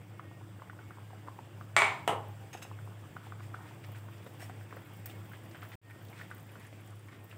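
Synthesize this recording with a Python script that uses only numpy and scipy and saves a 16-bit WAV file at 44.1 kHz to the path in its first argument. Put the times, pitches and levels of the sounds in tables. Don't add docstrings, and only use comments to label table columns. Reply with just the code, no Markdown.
import sys
import numpy as np
from scipy import signal
from scipy.io import wavfile
from scipy.ndimage import uniform_filter1d

SR = 44100
rng = np.random.default_rng(int(sys.argv[2]) if len(sys.argv) > 2 else 0)


def unload_wav(signal):
    wavfile.write(
        sys.argv[1],
        SR,
        np.round(np.clip(np.atleast_2d(signal).T, -1, 1) * 32767).astype(np.int16),
    )


def field_ratio(decibels):
    return 10 ** (np.asarray(decibels, dtype=float) / 20)


N = 325017

# [t/s, level/dB]
SIMMER = [(0, -4), (1.7, -2), (2.3, -1.5), (3.2, -1.5), (4.4, -0.5), (5.7, -0.5), (5.9, 1), (6.05, 5),
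          (6.2, 5.5), (6.4, 4), (6.7, 3.5), (7.37, 2.2)]


def evened(x):
    return x / np.sqrt(np.mean(x ** 2) + 1e-20)


def read(points, hz):
    f, value = np.transpose(points)
    return np.interp(np.log(hz + 1), np.log(f + 1), value)


def curves(rows):
    s, *columns = np.transpose(rows)
    return [np.interp(np.arange(N) / SR, s, c) for c in columns]


def add(mix, s, sound):
    part = mix[round(s * SR):][:len(sound)]
    part += sound[:len(part)]


def resonate(x, hz, width_hz):
    r = np.exp(-np.pi * width_hz / SR)
    return 2 * signal.lfilter([1 - r], [1, -r * np.exp(2j * np.pi * hz / SR)], x).real


def resonate_twice(x, hz, width_hz):
    return resonate(resonate(x, hz, width_hz), hz, width_hz)


def coloured(x, points):
    log_gain = np.log(field_ratio(read(points, abs(np.fft.fftfreq(4096, 1 / SR)))))
    taps = np.fft.ifft(np.exp(np.conj(signal.hilbert(log_gain)))).real[:2048]
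    return signal.oaconvolve(x, taps / np.linalg.norm(taps))[:len(x)]


def wash(points, patchy_db, flicker_db):
    frames, hz = N // 256 + 5, np.fft.rfftfreq(1024, 1 / SR)
    a, b, patches = rng.standard_normal((frames, 513, 3)).T
    patches = uniform_filter1d(patches, size=14, axis=0)
    patches = evened(uniform_filter1d(patches, size=10, axis=1))
    flicker = evened(uniform_filter1d(rng.standard_normal(frames), size=5))
    level_db = read(points, hz)[:, None] + patchy_db * patches + flicker_db * flicker
    z = (a + 1j * b) * field_ratio(level_db)
    return evened(signal.istft(z, nperseg=1024, noverlap=768)[1][:N])


def hum():
    # [t/s, hum/dB, extra flutter/dB]
    load = [(0, -1, 1), (.7, -2, 4), (1.4, -1, -1), (2.1, 0, 2), (3, -1, 0), (4, 0, 2), (4.4, 0.5, -2),
            (4.75, -2, -4), (5.2, 0.5, 0), (5.7, -2.5, 6), (5.9, 3, 2), (6.3, 2, -2), (6.8, 2.5, 0),
            (7.37, 2.5, -5)]
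    # [t/s, level/dB]
    near_share = [(0, -14), (1.3, -13), (2, -5), (2.5, -3), (3.6, -2.5), (5, -7), (5.6, -17), (7.37, -18)]
    hum_hz, hum_db, flutter_db, far_db = 104.47, -51.3, -10, -11
    t = np.arange(N) / SR
    near = np.exp(-2j * np.pi * 1.73 * (t - 3.416))
    far = np.exp(-2j * np.pi * 6.92 * (t - 3.461))
    beats = 1 + field_ratio(curves(near_share)[0]) * near + field_ratio(far_db) * far
    tone = np.sqrt(2) * (beats * np.exp(2j * np.pi * hum_hz * t)).imag
    flutter = evened(resonate_twice(rng.standard_normal(N), hum_hz, 40.0))
    load_db, loose_db = curves(load)
    return field_ratio(hum_db + load_db) * (tone + field_ratio(flutter_db + loose_db) * flutter)


def burner():
    # [f/Hz, width/Hz, level/dB]
    steady = [(132.2, 18.5, -63.5), (181.8, 15, -69), (300.8, 11, -71), (337.2, 10.5, -71)]
    # [t/s, length/s, f/Hz, level/dB]
    singing = [(.2, 0.23, 1864, -66.5), (.85, 0.38, 1600, -72), (2.95, .25, 1700, -73),
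               (3.53, 0.23, 1850, -67.5), (5.8, 0.23, 1850, -59.5), (6.45, 0.34, 1940, -76),
               (7.12, 0.23, 1850, -64), (.05, 0.36, 2176, -71.5), (.78, 0.22, 2200, -69),
               (4.84, 0.22, 2176, -70.5), (5.08, 0.13, 2176, -67), (2.38, .14, 790, -63),
               (1., 0.28, 2900, -75), (3.75, 0.25, 2400, -77), (3, 0.23, 3000, -77),
               (4.41, 0.042, 5500, -61.5)]
    # [f/Hz, density/dB per Hz]
    body_spectrum = [(15, -60), (25, -31), (44, -29), (72, -9), (108, -5), (154, -5), (235, -12),
                     (320, -11.5), (446, -14), (510, -14.5), (1840, -22.5), (3350, -27), (4100, -43),
                     (5000, -42.5), (6500, -71), (11000, -120)]
    # [f/Hz, density/dB per Hz]
    hiss_spectrum = [(2060, -29), (3500, -2.5), (4210, -10.5), (4630, -4.5), (6700, -9), (7410, -2.5),
                     (8310, -2.5), (9200, -8), (10300, -11), (12200, -11.5), (15100, -4), (16000, -10)]
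    noise = rng.standard_normal(N)
    out = hum()
    for hz, width_hz, db in steady + [(2769, 8, -88)]:
        out += field_ratio(db) * evened(resonate_twice(noise, hz, width_hz))
    for s, length_s, hz, db in singing:
        size = round(length_s * SR)
        tone = 0.77 * np.sin(2 * np.pi * hz * np.arange(size) / SR)
        add(out, s, field_ratio(db) * signal.windows.tukey(size, .6) * tone)
    vigour_db = curves(SIMMER)[0]
    body = field_ratio(-58 + vigour_db) * wash(body_spectrum, 1.93, 0.63)
    hiss = field_ratio(-71 + 0.98 * vigour_db) * wash(hiss_spectrum, 0.99, 0.76)
    return out + body + hiss


def stirring(s):
    start_s, rise_s = 3.6, .3
    return np.clip((s - start_s) / rise_s, 0, 1)


def bubble(hz, cycles, rise):
    opening_cycles = 0.52
    turns = np.arange(3000) / SR * hz
    shape = (1 - np.exp(-turns / opening_cycles)) ** 2 * np.exp(-turns / max(cycles, .3))
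    pop = shape / shape.max() * np.sin(2 * np.pi * (turns + rise * turns ** 2))
    pop[118:] += 0.18 * pop[:-118].copy()
    return pop


def tick(hz, t60, width_hz):
    t, hz = np.arange(3000) / SR, min(hz, 15500)
    burst = evened(resonate_twice(rng.standard_normal(len(t)), hz, width_hz))
    decay = field_ratio(-60 * t / t60) + 0.093 * field_ratio(-60 * t / (8.0 * t60))
    return burst * (1 - np.exp(-t / 0.00014)) * decay


def bubbles():
    # [t/s, peak/dB, f/Hz, ring/cycles]
    clear = [(0.195, -35, 1180, 1.7), (0.241, -52, 1300, 2), (0.313, -46, 910, 1.1),
             (0.411, -45.5, 840, 1.5), (0.597, -46, 1340, 1.4), (0.62, -36.5, 1020, 1.2),
             (0.698, -36.5, 1410, 1.1), (0.731, -45, 960, 1.7), (0.79, -43, 1400, 2.2),
             (0.907, -39.5, 1240, 1.8), (0.972, -43, 940, 1.2), (0.984, -42, 990, 1.2),
             (1.105, -45, 910, 1.4), (1.131, -42.5, 740, 1.6), (1.2725, -39.5, 890, 0.73),
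             (1.277, -40, 1210, 0.66), (1.2835, -33.5, 990, 1.8), (1.389, -37, 870, 2),
             (1.611, -37.5, 1230, 1.1), (2.5495, -32.5, 760, 0.83), (2.651, -42, 780, .9),
             (2.714, -37.5, 960, 0.83), (2.789, -42.5, 1420, 1.2), (2.875, -41.5, 920, .8),
             (2.921, -49, 800, .8), (3.163, -43, 990, 0.82), (3.1665, -35, 1300, 2),
             (3.268, -43.5, 810, 1.5), (3.322, -36, 1220, 1.4), (3.04, -47, 1050, 1.2),
             (3.397, -45, 1500, .8), (3.405, -38, 1190, 0.71), (3.442, -48, 1100, .8),
             (3.5415, -36, 1220, 1.3), (3.544, -33, 1360, 2.5), (3.59, -46, 1030, 1.5),
             (3.607, -45, 925, 1.4), (3.66, -49, 845, 1.2), (3.71, -46.5, 900, 1.5)]
    # [t/s, peak/dB, f/Hz]
    stirred_pops = [(3.889, -44.5, 564), (4.265, -41, 520), (4.426, -42.5, 665), (4.497, -43, 690),
                    (4.726, -43, 500), (4.767, -43.5, 553), (5.546, -47.5, 760), (5.818, -58, 467),
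                    (6.115, -45, 630), (6.487, -53, 500), (6.555, -45, 550), (6.727, -44, 540),
                    (3.947, -48.5, 1600), (3.975, -54, 2500), (4.085, -47, 1080), (4.345, -47.5, 900),
                 (4.61, -48, 1450), (4.858, -50.5, 2450), (5.06, -52, 3050), (5.075, -48, 2000),
                 (5.35, -54, 2900), (5.46, -50, 1800), (6.49, -45, 2500), (6.61, -44, 1990),
                 (4.265, -47.5, 1070), (4.405, -43, 1560), (4.423, -45, 1880), (4.496, -43, 1460),
                 (4.709, -45, 1770), (4.726, -40, 1120), (4.77, -42, 1500), (5.098, -43, 2970),
                 (5.316, -44.5, 1410), (5.334, -41.5, 1600), (5.547, -44, 1410), (5.554, -41.5, 1380),
                 (5.628, -39, 1290), (5.65, -44, 1650), (5.899, -42, 1610), (5.909, -39, 1920),
                 (6.016, -45, 1690), (6.129, -38, 2040), (6.199, -38, 1340), (6.213, -32.5, 1680),
                 (6.302, -37.5, 1350), (6.313, -31, 1430), (6.555, -37, 1370), (6.649, -43, 1910),
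                 (6.728, -43.5, 2150), (7.085, -40, 1860), (7.127, -42.5, 1140), (7.313, -41, 2500),
                 (7.327, -41.5, 1440)]
    stirred_ring_cycles, splash_db, stirred_splash_db = 1.3, -18, 8
    out = np.zeros(N)
    for s, db, hz, ring in clear + [row + (stirred_ring_cycles,) for row in stirred_pops]:
        pop = bubble(hz, ring, rise=0.0041)
        pop += 0.12 * bubble(1.56 * hz, 2.1, rise=.01)
        pop += 0.34 * bubble(0.604 * hz, 0.94, rise=0.013)
        splash = field_ratio(splash_db + stirred_splash_db * stirring(s)) * tick(hz, 0.059, width_hz=910)
        add(out, s, field_ratio(db - 3.0) * (pop + splash))
    for hz in np.geomspace(450, 1900, num=14):
        level_db = -61.0 + 1.1 * np.minimum(rng.exponential(size=N), 2)
        train = (rng.random(N) < 3.5 / SR) * field_ratio(level_db)
        out += signal.oaconvolve(train, bubble(hz, 0.95, rise=0.025))[:N]
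    for hz in np.geomspace(1050, 2300, num=7):
        train = (rng.random(N) < .8 / SR) * field_ratio(-60) * stirring(np.arange(N) / SR)
        pop = bubble(hz, 1.4, rise=0.01) + 0.37 * tick(hz, 0.069, width_hz=630)
        out += signal.oaconvolve(train, pop)[:N]
    return out


def ticks():
    # [t/s, peak/dB]
    clear = [(2.282, -55), (3.864, -56), (3.918, -48.5), (3.98, -56), (4.052, -55), (4.269, -55.5),
             (4.405, -56.5), (4.63, -57), (4.763, -51), (4.935, -51), (4.968, -52), (5.058, -35),
             (5.295, -56), (5.321, -52), (5.494, -54), (5.607, -56), (5.632, -49), (5.688, -52),
             (5.705, -56), (6.046, -53), (6.217, -55), (6.346, -44), (6.38, -48), (6.428, -51),
             (6.861, -50), (7.243, -47), (7.297, -52)]
    # [t/s, peak/dB, f/Hz]
    wet_smacks = [(2.851, -58, 12700), (3.845, -51, 3000), (4.18, -59, 5200), (4.244, -58, 11200),
                  (4.338, -60, 10000), (4.87, -59, 12300), (5.512, -56, 4500), (5.907, -53, 11600),
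                  (6.05, -52, 3600), (6.085, -50, 3900), (6.73, -55, 3000), (6.65, -56, 4000),
                  (6.306, -51, 9600), (6.544, -55, 11700), (6.598, -49.5, 10700), (6.805, -53, 11300),
                  (6.954, -54, 10400), (6.3674, -54, 8160), (6.3974, -52, 8200), (6.6673, -49, 8830),
                  (6.8743, -50, 8300), (6.905, -53, 8500), (6.991, -53, 8570), (7.0733, -55.5, 7580),
                  (7.2, -60, 8520)]
    rim_hz, rim_spread = 15100, 0.022
    out, fizz = np.zeros(N), np.zeros(N)
    spits = [(s, db, rim_hz * (1 + rim_spread * rng.standard_normal())) for s, db in clear]
    for s, db, hz in spits + wet_smacks:
        add(out, s, field_ratio(db - 9.5) * tick(hz, 0.038, width_hz=3800))
    for hz in np.linspace(10500, 15500, num=8):
        rate_hz = 12. * (hz / 12000) ** 2
        train = (rng.random(N) < rate_hz / SR) * field_ratio(7.8 * np.minimum(rng.exponential(size=N), 3))
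        fizz += signal.oaconvolve(train, tick(hz, 0.034, width_hz=3700))[:N]
    level_db = -88.5 + 1.3 * curves(SIMMER)[0] + 7.5 * stirring(np.arange(N) / SR)
    return out + field_ratio(level_db) * evened(fizz)


def rings(modes, spread_db=0.):
    t = np.arange(8000) / SR
    out = np.zeros(len(t))
    for hz, db, t60 in modes:
        level_db = db + spread_db * rng.standard_normal()
        out += field_ratio(level_db - 60 * t / t60) * np.sin(2 * np.pi * hz * t)
    return out


def knock(blows, colour, modes):
    # [t/s, share]
    touches = [
        (0, 0.018),
        (.0006, 1.),
        (.0014, -0.12),
        (.0021, 0.58),
        (.0031, -0.3),
    ]
    dry, feed, contacts = np.zeros(N), np.zeros(N), np.zeros(8000)
    for s, share in touches:
        contacts[round(s * SR)] = share
    crack = coloured(signal.unit_impulse(len(contacts)), colour)
    chatter = coloured(contacts, colour)
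    ringing = field_ratio(7.0) * rings(modes)
    for s, dry_db, room_db, dull in blows:
        dull = np.clip(dull, 0, .95)
        for mix, db, blow in ((dry, dry_db, chatter), (feed, room_db, crack)):
            hit = blow / abs(blow).max() + ringing
            soft = signal.lfilter([1], [1, -2 * dull, dull ** 2], hit)
            add(mix, s, field_ratio(db) * soft / abs(soft).max())
    return signal.sosfilt(signal.butter(2, 201, "high", fs=SR, output="sos"), [dry, feed])


def counter(s, modes):
    out, t = np.zeros(N), np.arange(SR // 2) / SR
    ringing = np.zeros(len(t))
    for hz, db, t60 in modes:
        ringing += field_ratio(db - 60 * t / t60) * np.sin(2 * np.pi * (hz * t + rng.random()))
    add(out, s, (1 - np.exp(-t / 0.0079)) * ringing)
    return out


def kitchen(x, damping):
    # [f/Hz, t60/s]
    decay = [(250, 0.39), (660, 0.47), (1740, 0.37), (4590, 0.4), (8000, 0.34), (16000, 0.35)]
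    taps = np.zeros(SR)
    count = (SR - 61) // 10
    at = np.arange(60, SR - 10, 10) + rng.integers(0, 10, count)
    taps[at] = rng.choice([-1., 1.], count)
    hz, t, z = signal.stft(taps, SR, nperseg=256)
    t60 = read(decay, hz) / (1 + damping * np.minimum(hz / 4000, 1))
    tail = signal.istft(z * field_ratio(-60 * t / t60[:, None]), SR, nperseg=256)[1]
    tail = tail * (1 - .5 * np.exp(-np.arange(len(tail)) / SR / 0.23))
    return signal.oaconvolve(x, tail / np.linalg.norm(tail))[:N]


def cutlery():
    # [t/s, level/dB, rattle/s, treble/dB per octave]
    clinks = [
        (2.53, -42.5, 0.013, -8),
        (2.539, -46, 0.014, -3),
        (2.573, -48.5, 0.013, -9),
        (2.619, -52, 0.0039, -14),
        (2.623, -40.5, 0.012, 1),
    ]
    # [f/Hz, level/dB, t60/s]
    steel_modes = [(1910, -2, .003), (2800, 1, 0.0062), (3680, -3, 0.0045), (5330, -11, .009),
                   (6560, -6, 0.01), (7700, -8.5, 0.0092), (8200, -11, .008), (9350, -12, .008),
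                   (10900, -20, .012), (12670, -17, .012), (14600, -14, .008)]
    out, t = np.zeros(N), np.arange(3000) / SR
    for s, db, rattle_s, treble_db in clinks:
        chatter = rng.standard_normal(len(t)) * np.exp(-t / max(rattle_s, .001))
        tilted = [(hz, mode_db + treble_db * max(np.log2(hz / 6500), 0), t60)
                  for hz, mode_db, t60 in steel_modes]
        body = rings(tilted, spread_db=0.5)
        body[:2] += 3.5, 1.5
        add(out, s, field_ratio(db) * signal.oaconvolve(chatter / np.linalg.norm(chatter), body))
    return out


def spatula():
    # [t/s, length/s, level/dB, bright share/dB]
    strokes = [(3.227, 0.1, -62.5, -6), (3.418, 0.064, -63, -5), (3.643, 0.1, -61, -11),
               (3.836, 0.032, -62, -15), (3.949, .06, -61.5, -9), (4.392, 0.095, -54, -3.5),
               (4.725, 0.085, -67, -33), (4.26, .04, -63, -10), (4.49, 0.029, -72, -10),
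               (5.057, 0.023, -61, 3), (5.087, 0.057, -61, -4), (5.313, 0.08, -69, -9),
               (5.616, 0.046, -58.5, -23), (5.717, 0.038, -57.5, -30), (6.147, 0.12, -47.5, -12.5),
               (6.552, 0.16, -52, -9), (7.106, 0.077, -56, -31), (7.29, 0.078, -58.5, -9)]
    out = np.zeros(N)
    clumps = 5.8 * uniform_filter1d(rng.standard_normal((2, N)), size=60)
    grains = rng.standard_normal((2, N)) * field_ratio(3.3 * clumps)
    dull = evened(resonate_twice(grains[0], 1800, 2000))
    bright = 1.7 * resonate(grains[1], 5450, 200)
    bright += 3.1 * resonate(grains[1], 8040, 1500)
    bright += 0.89 * resonate(grains[1], 15000, 5000)
    bright = evened(bright)
    for s, length_s, db, bright_db in strokes:
        at, size = round(s * SR), round(length_s * SR)
        span, u = slice(at, at + size), np.arange(size) / size
        shape = field_ratio(db) * 2.2 * u ** (8 * length_s) * (1 - u) ** 1.38
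        out[span] += shape * (dull[span] + field_ratio(bright_db) * bright[span])
    return out


def scene():
    # [t/s, dry/dB, room/dB, dullness 0-1]
    blows_a = [
        (1.765, -10.5, -6.5, 0.03),
        (1.784, -23, -17, 0.79),
        (1.8195, -14, -12.5, 0.47),
    ]
    blows_b = [
        (2.077, -19.5, -14.5, .02),
        (2.093, -25, -24.5, 0.83),
        (2.131, -29, -31, 0.78),
    ]
    # [f/Hz, density/dB per Hz]
    colour_a = [(150, -63), (250, -15.5), (325, -22), (393, -20), (566, -9.5), (607, -6.5), (1010, 4.5),
                (1530, -6.5), (2240, 2.5), (2570, -7), (3710, -11.5), (5440, -23), (8260, -21.5),
                (8700, -33.5), (16000, -50)]
    colour_b = [(150, -55.5), (250, -13), (308, -19), (325, -6.5), (429, -1.5), (538, -17), (816, 0),
                (1060, -3), (1640, -17.5), (1790, -15), (2360, -18), (2960, -18.5), (4410, -33.5),
                (9010, -27.5), (16000, -42)]
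    # [f/Hz, level/dB, t60/s]
    modes_a = [(407, -34.5, 0.075), (1020, -47, .03), (1810, -33.5, 0.045), (2234, -25, 0.06),
               (2283, -34, 0.18), (7100, -36.5, 0.039), (7540, -34, 0.024), (8100, -34, 0.045),
               (8900, -41.5, .02), (6170, -42, 0.013), (9700, -47, .03), (11500, -53, .035),
               (13200, -48, .015), (14800, -51, .02)]
    modes_b = [(421, -30.5, 0.07), (690, -17.5, 0.031), (820, -35, 0.045), (870, -28, 0.039),
               (1030, -47, 0.037), (1300, -32, .02), (2090, -35, 0.013), (2930, -26, 0.022),
               (3170, -29.5, 0.018), (8300, -32, 0.008), (11370, -50, 0.015), (14000, -44, .004)]
    # [f/Hz, level/dB, t60/s]
    counter_a = [(672, -40.5, 0.51), (780, -40, 0.32), (990, -43, .4), (1020, -42.5, 0.36),
                 (1260, -46, .35), (1445, -45, .4), (1795, -43.5, .35), (2100, -41.5, .4),
                 (2166, -43.5, .35), (2205, -38, .45), (2320, -40, .36), (2348, -44, .35), (8240, -51, .3)]
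    counter_b = [(158, -41, 0.14), (350, -49, .17), (440, -52, .3), (680, -42, 0.18), (820, -43, .35),
                 (934, -40, .3), (1050, -46, .2), (1300, -48, .15), (2090, -55, .1), (2966, -50, .25),
                 (3058, -58, .22)]
    near = bubbles() + ticks() + spatula()
    dry_a, feed_a = knock(blows_a, colour_a, modes_a)
    dry_b, feed_b = knock(blows_b, colour_b, modes_b)
    steel = cutlery()
    room = kitchen(feed_a + field_ratio(-11.5) * near, 0.0077) + kitchen(feed_b + field_ratio(-7.0) * steel, 0.68)
    tops = counter(blows_a[0][0], counter_a) + counter(blows_b[0][0], counter_b)
    return (burner() + near + steel + dry_a + dry_b + room + tops)[None]


def band_limit(x):
    return signal.sosfilt(signal.butter(12, 16670, fs=SR, output="sos"), x)


def record(dry):
    # [t/s, level/dB]
    cut_level = [
        (5.7555, 4.5),
        (5.7565, -90),
        (5.812, -92),
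        (5.816, -17),
        (5.84, -5.5),
        (5.87, -2.5),
        (5.9, -1),
    ]
    band = signal.sosfilt(signal.butter(2, 105.3, "high", fs=SR, output="sos"), dry)
    lowpass = signal.firwin(401, 15800, window=("kaiser", 7), fs=SR)
    band = signal.oaconvolve(band, lowpass[None], "same")
    port_dip = .6 * resonate(band, 7900, 130)
    port_peak = .45 * resonate(band, 8110, 220)
    mix = (band - port_dip + port_peak) * field_ratio(curves(cut_level)[0])
    return band_limit(mix)


dry = scene()
out = record(dry)
unload_wav(out)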